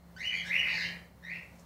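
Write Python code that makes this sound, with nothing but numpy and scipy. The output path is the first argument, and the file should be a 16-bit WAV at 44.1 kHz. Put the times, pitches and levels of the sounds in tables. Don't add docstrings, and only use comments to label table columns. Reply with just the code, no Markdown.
import sys
import numpy as np
from scipy import signal
from scipy.fft import rfft, irfft
from scipy.io import wavfile
from scipy.ndimage import map_coordinates

SR = 44100
rng = np.random.default_rng(int(sys.argv[2]) if len(sys.argv) > 2 else 0)


def wav_out(sig):
    wavfile.write(sys.argv[1], SR, np.round(np.clip(np.atleast_2d(sig).T, -1, 1) * 32767).astype(np.int16))


N = 72765
T = np.arange(N) / SR

# time in seconds, level in dB.
HUM_LEVELS = [(0.0, -61), (0.174, -54.5), (0.274, -64.5), (0.412, -52.5), (0.542, -52), (0.684, -59.5),
              (0.812, -49.5), (0.946, -50), (1.116, -69), (1.268, -53.5), (1.392, -52.5), (1.442, -67),
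              (1.57, -54.5), (1.65, -57)]
# frequency in Hz, relative level in dB.
ROOM_NOISE_COLOUR = [(25, -52), (45, 0), (65, -4.5), (82, -17), (100, 1), (120, -25), (145, -3.5),
                     (250, -1.5), (330, -11.5), (560, -13.5), (750, -21.5), (1200, -22), (2100, -15),
                     (3300, -71), (4200, -19.5), (5500, -51), (15500, -27)]
SWELL_NOISE_COLOUR = [(30, -18), (48, -22), (65, 3.5), (130, 3.5), (220, -0.5), (320, -9.5), (560, -3),
                      (1000, -8.5), (2000, -19), (12000, -28)]
# time in seconds, level in dB.
SWELL_LEVELS = [(0, -64), (.2, -57.5), (.55, -54), (.92, -52), (1.12, -62.5), (1.35, -57), (1.65, -58)]
# time in seconds, pitch in Hz,
# flutter reach to either side in Hz, level in dB, overtone gain in dB.
SQUAWK_PATHS = [
    [(.168, 1500, 129.2, -54, -7), (.186, 1760, 160.1, -43.5, -8), (.215, 2020, 269.5, -39.5, -12),
     (.25, 2290, 420, -41.5, -12.5), (.295, 2290, 418, -44.5, -14.5), (.325, 2200, 284.2, -35, -24),
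     (.36, 2190, 276, -36, -14), (.41, 2175, 248, -40, -13.5), (.44, 2076, 298, -53, -9)],
    [(.445, 1680, 221, -53.5, 7), (.468, 1850, 218.8, -42, 6), (.506, 1950, 259.7, -33, -5.5),
     (.512, 2158, 251, -30.5, -20), (.545, 2286, 397.2, -27.5, -34), (.59, 2390, 537.1, -36, -21),
     (.655, 2240, 397.3, -31, -23), (.76, 2230, 441.5, -34, -3), (.785, 1900, 221.2, -34.5, -21),
     (.828, 1901, 239, -34, -23), (.87, 2100, 454.3, -42, -3), (.98, 2021, 378, -52, -37)],
    [(1.229, 1837, 119.8, -55, -7.5), (1.25, 1853, 119.6, -44, -6), (1.263, 1988, 140.5, -39.5, -8.5),
     (1.29, 2073, 219.7, -41.5, -11), (1.335, 2296, 469.7, -41, -18), (1.385, 2327, 475.5, -45, -13),
     (1.43, 2293, 462, -52.5, -25)],
]
# change from one overtone to the next in dB, gain of its air in dB.
SQUAWK_TONES = [(-1.5, -30), (-8.5, -23.5), (-8, -29)]
# frequency in Hz, gain in dB.
THROAT_COLOUR = [(2800, 4.5), (3300, -7), (3650, -0.5), (4200, 1), (4600, 1.5), (5100, -1.5), (5450, 2.5),
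                 (5750, -7), (6050, -3), (6400, -2.5), (7300, -11.5), (9500, -18.5), (11200, -13.5),
                 (12000, -29), (13200, -23), (14600, -16), (17000, -32)]
# frequency in Hz, relative level in dB.
AIR_COLOUR = [(300, -15), (550, 10.5), (750, -32), (1000, 16), (1400, 0), (2500, 16.5), (3300, -30),
              (4000, 6), (6000, 1), (8000, -11), (11500, -2), (15500, -8)]
# time in seconds, pitch in Hz, flutter reach in Hz, level in dB.
WHISTLE_PATHS = [
    [(.236, 2700, 150.4, -48), (.258, 2960, 89.6, -33.5), (.275, 2977, 52, -31.5), (.3, 3022, 106.4, -40.5),
     (.345, 3010, 140, -48.5), (.38, 3130, 183, -44), (.41, 3098, 212, -41), (.445, 3100, 200, -54)],
    [(.53, 2520, 129.9, -58), (.572, 2850, 109.4, -34), (.597, 2880, 83.5, -29.5), (.63, 2800, 216, -52.5),
     (.71, 2780, 225, -39), (.79, 2600, 276, -55), (.85, 2900, 259.4, -42.5), (.885, 2920, 232, -44.5),
     (.94, 2850, 253, -71)],
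]
# time of the peak in seconds, fade time in seconds, level in dB.
BEDDING_RUSTLES = [(0.474, 0.026, -54.5), (1.437, 0.0052, -68), (1.558, 0.008, -68.5), (1.602, 0.017, -64)]
# time in seconds, main beak resonance in Hz, level in dB.
HISS_PATH = [(.668, 3937, -61), (.69, 4074, -47.5), (.73, 4350, -48), (.775, 4646, -43),
             (.825, 4376, -39.5), (.86, 4415, -45), (.92, 4430, -54.5), (1.0, 4300, -92)]
# ratio to the main resonance, width in Hz, relative level in dB.
BEAK_PEAKS = [(.91, 450, 1), (1, 586, 0.5), (1.109, 448, -2.5), (1.401, 1600, -11)]
# time in seconds, resonance in Hz, level in dB.
PUFF_PATH = [(.675, 1404, -51), (.7, 1154, -56.5), (.735, 845, -57.5), (.78, 803, -69)]
# pitch in Hz, seconds to fade by 60 dB, gain at that pitch in dB.
BOX_NOTES = [(548.4, 0.11, 12.5), (718, 0.25, 6)]

HUM_HZ, DRONE_HZ, DRONE_DB, ROOM_NOISE_DB = 173, 67, -63, -65.5
FLUTTER_DEPTH = 0.65
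RATTLE_HZ, HISS_RATTLE_DB = 103, 2
THROB_HZ, THROB_DB = 44, 1
ONSET_AIR_DB, ONSET_AIR_S = 8, 0.033
BOX_ECHO_DB, ROOM_ECHO_DB = -3, -2.5
TREBLE_LIMIT_HZ = 15700


def gain(db):
    return 10 ** (np.asarray(db) / 20)


def unit(x):
    return x / np.sqrt(np.mean(x ** 2))


def curve(rows, column=1):
    rows = np.array(rows)
    return np.interp(T, rows[:, 0], rows[:, column])


def gate(rows, fade_s=0.0066):
    return np.clip(1 + np.minimum(T - rows[0][0], rows[-1][0] - T) / fade_s, 0, 1)


def noise(shape):
    hz = np.fft.rfftfreq(N, 1 / SR) + 1
    return unit(irfft(rfft(rng.standard_normal(N)) * shape(hz), N))


def coloured_noise(rows):
    hz, db = np.array(rows).T
    return noise(lambda f: gain(np.interp(np.log(f), np.log(hz), db)))


def band(hz, width_hz):
    return noise(lambda f: 1 / (1 + ((f * f - hz * hz) / (f * width_hz)) ** 2))


def wobble(hz):
    return band(hz, hz * 2)


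def moving_band(hz, width_hz):
    a, b = (noise(lambda f: 1 / (1 + (2 * f / width_hz) ** 2)) for _ in range(2))
    phase = 2 * np.pi * np.cumsum(hz) / SR
    return a * np.cos(phase) + b * np.sin(phase)


def background():
    def tone(hz, drift):
        pitch = hz * (1 + drift * wobble(hz=4))
        return np.sqrt(2) * np.sin(2 * np.pi * np.cumsum(pitch) / SR)
    hum = gain(curve(HUM_LEVELS)) * tone(HUM_HZ, drift=0.0036)
    drone = gain(DRONE_DB) * tone(DRONE_HZ, drift=0.026)
    steady = gain(ROOM_NOISE_DB) * coloured_noise(ROOM_NOISE_COLOUR)
    swell = gain(curve(SWELL_LEVELS)) * coloured_noise(SWELL_NOISE_COLOUR)
    return hum + drone + steady + swell


def flutter(reach_hz):
    base_hz = 500
    position = [np.cumsum(np.abs(reach_hz)) / base_hz]
    slow_noises = (noise(lambda f: 1 / (1 + (f / base_hz) ** 16)) for _ in range(2))
    a, b = (map_coordinates(x, position, order=1, mode="mirror") for x in slow_noises)
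    return np.arctan2(b, a), unit(np.hypot(a, b) ** FLUTTER_DEPTH)


def throat(x):
    hz, db = np.array(THROAT_COLOUR).T
    response = gain(np.interp(np.fft.rfftfreq(N, 1 / SR), hz, db))
    return irfft(rfft(x) * response, N)


def syrinx(hz, reach_hz, rattle_db, overtone_db, fall_db):
    swing, strength = flutter(reach_hz)
    phase = 2 * np.pi * np.cumsum(hz) / SR + swing
    rattle = 2 * np.tanh(band(RATTLE_HZ, RATTLE_HZ) / 2)
    throb = band(THROB_HZ, THROB_HZ)
    bursts = unit(gain(rattle_db * rattle + THROB_DB * throb))
    overtones = sum(gain(fall_db * (k - 1)) * np.sin(k * phase) for k in range(2, 7))
    tone = np.sin(phase) + gain(overtone_db) * throat(overtones)
    return np.sqrt(2) * bursts * strength * tone, bursts


def squawks():
    out = 0
    for rows, (fall_db, air_db) in zip(SQUAWK_PATHS, SQUAWK_TONES):
        hz, reach_hz, db, overtone_db = (curve(rows, k) for k in range(1, 5))
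        tone, bursts = syrinx(hz, reach_hz, rattle_db=3.5, overtone_db=overtone_db, fall_db=fall_db)
        onset = np.exp(-((T - rows[0][0]) / ONSET_AIR_S) ** 2)
        air = gain(air_db + ONSET_AIR_DB * onset) * bursts * coloured_noise(AIR_COLOUR)
        out = out + gate(rows) * gain(db) * (tone + air)
    return out


def box_ring(x):
    ring = 0
    for hz, ring_s, db in BOX_NOTES:
        fade = gain(-60 * T / ring_s)
        ring = ring + gain(db) * 2 * fade / fade.sum() * np.cos(2 * np.pi * hz * T)
    return x + signal.fftconvolve(x, ring)[:N]


def echoes(x):
    def tail(ring_s, delay_s, top_hz):
        wash = noise(lambda f: 1 / np.hypot(1, (f / top_hz) ** 2))
        echo = wash * gain(-60 * T / ring_s) * (T > delay_s)
        return echo / np.sqrt(np.sum(echo ** 2) * SR / 2 / top_hz)
    box = gain(BOX_ECHO_DB) * tail(ring_s=0.093, delay_s=0.00088, top_hz=8000)
    room = gain(ROOM_ECHO_DB) * tail(ring_s=0.39, delay_s=0.0091, top_hz=4630)
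    reflected = signal.fftconvolve(x, box + room)[:N]
    return (x + reflected) / np.sqrt(1 + gain(BOX_ECHO_DB) ** 2)


def whistles():
    out = 0
    for rows in WHISTLE_PATHS:
        hz, reach_hz, db = (curve(rows, k) for k in range(1, 4))
        tone, _ = syrinx(hz, reach_hz, rattle_db=-1, overtone_db=-18, fall_db=-0.5)
        out = out + gate(rows) * gain(db) * tone
    return out


def bedding():
    swishes = sum(gain(db) * np.exp(-((T - peak_s) / fade_s) ** 2)
                  for peak_s, fade_s, db in BEDDING_RUSTLES)
    crackle = band(hz=6050, width_hz=3400) * gain(4.5 * wobble(hz=300))
    return swishes * unit(crackle)


def hiss():
    air = sum(gain(db) * moving_band(ratio * curve(HISS_PATH), width_hz)
              for ratio, width_hz, db in BEAK_PEAKS)
    rattle = gain(HISS_RATTLE_DB * wobble(RATTLE_HZ))
    rasp = gate(HISS_PATH) * gain(curve(HISS_PATH, 2)) * unit(air * rattle)
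    puff = gate(PUFF_PATH) * gain(curve(PUFF_PATH, 2)) * moving_band(curve(PUFF_PATH), width_hz=310)
    return rasp + puff


def scene():
    bird = squawks() + whistles() + hiss() + bedding()
    return (echoes(box_ring(bird)) + background())[None]


def record(dry):
    return signal.sosfilt(signal.ellip(10, .2, 70, TREBLE_LIMIT_HZ, fs=SR, output="sos"), dry)


dry = scene()
out = record(dry)
wav_out(out)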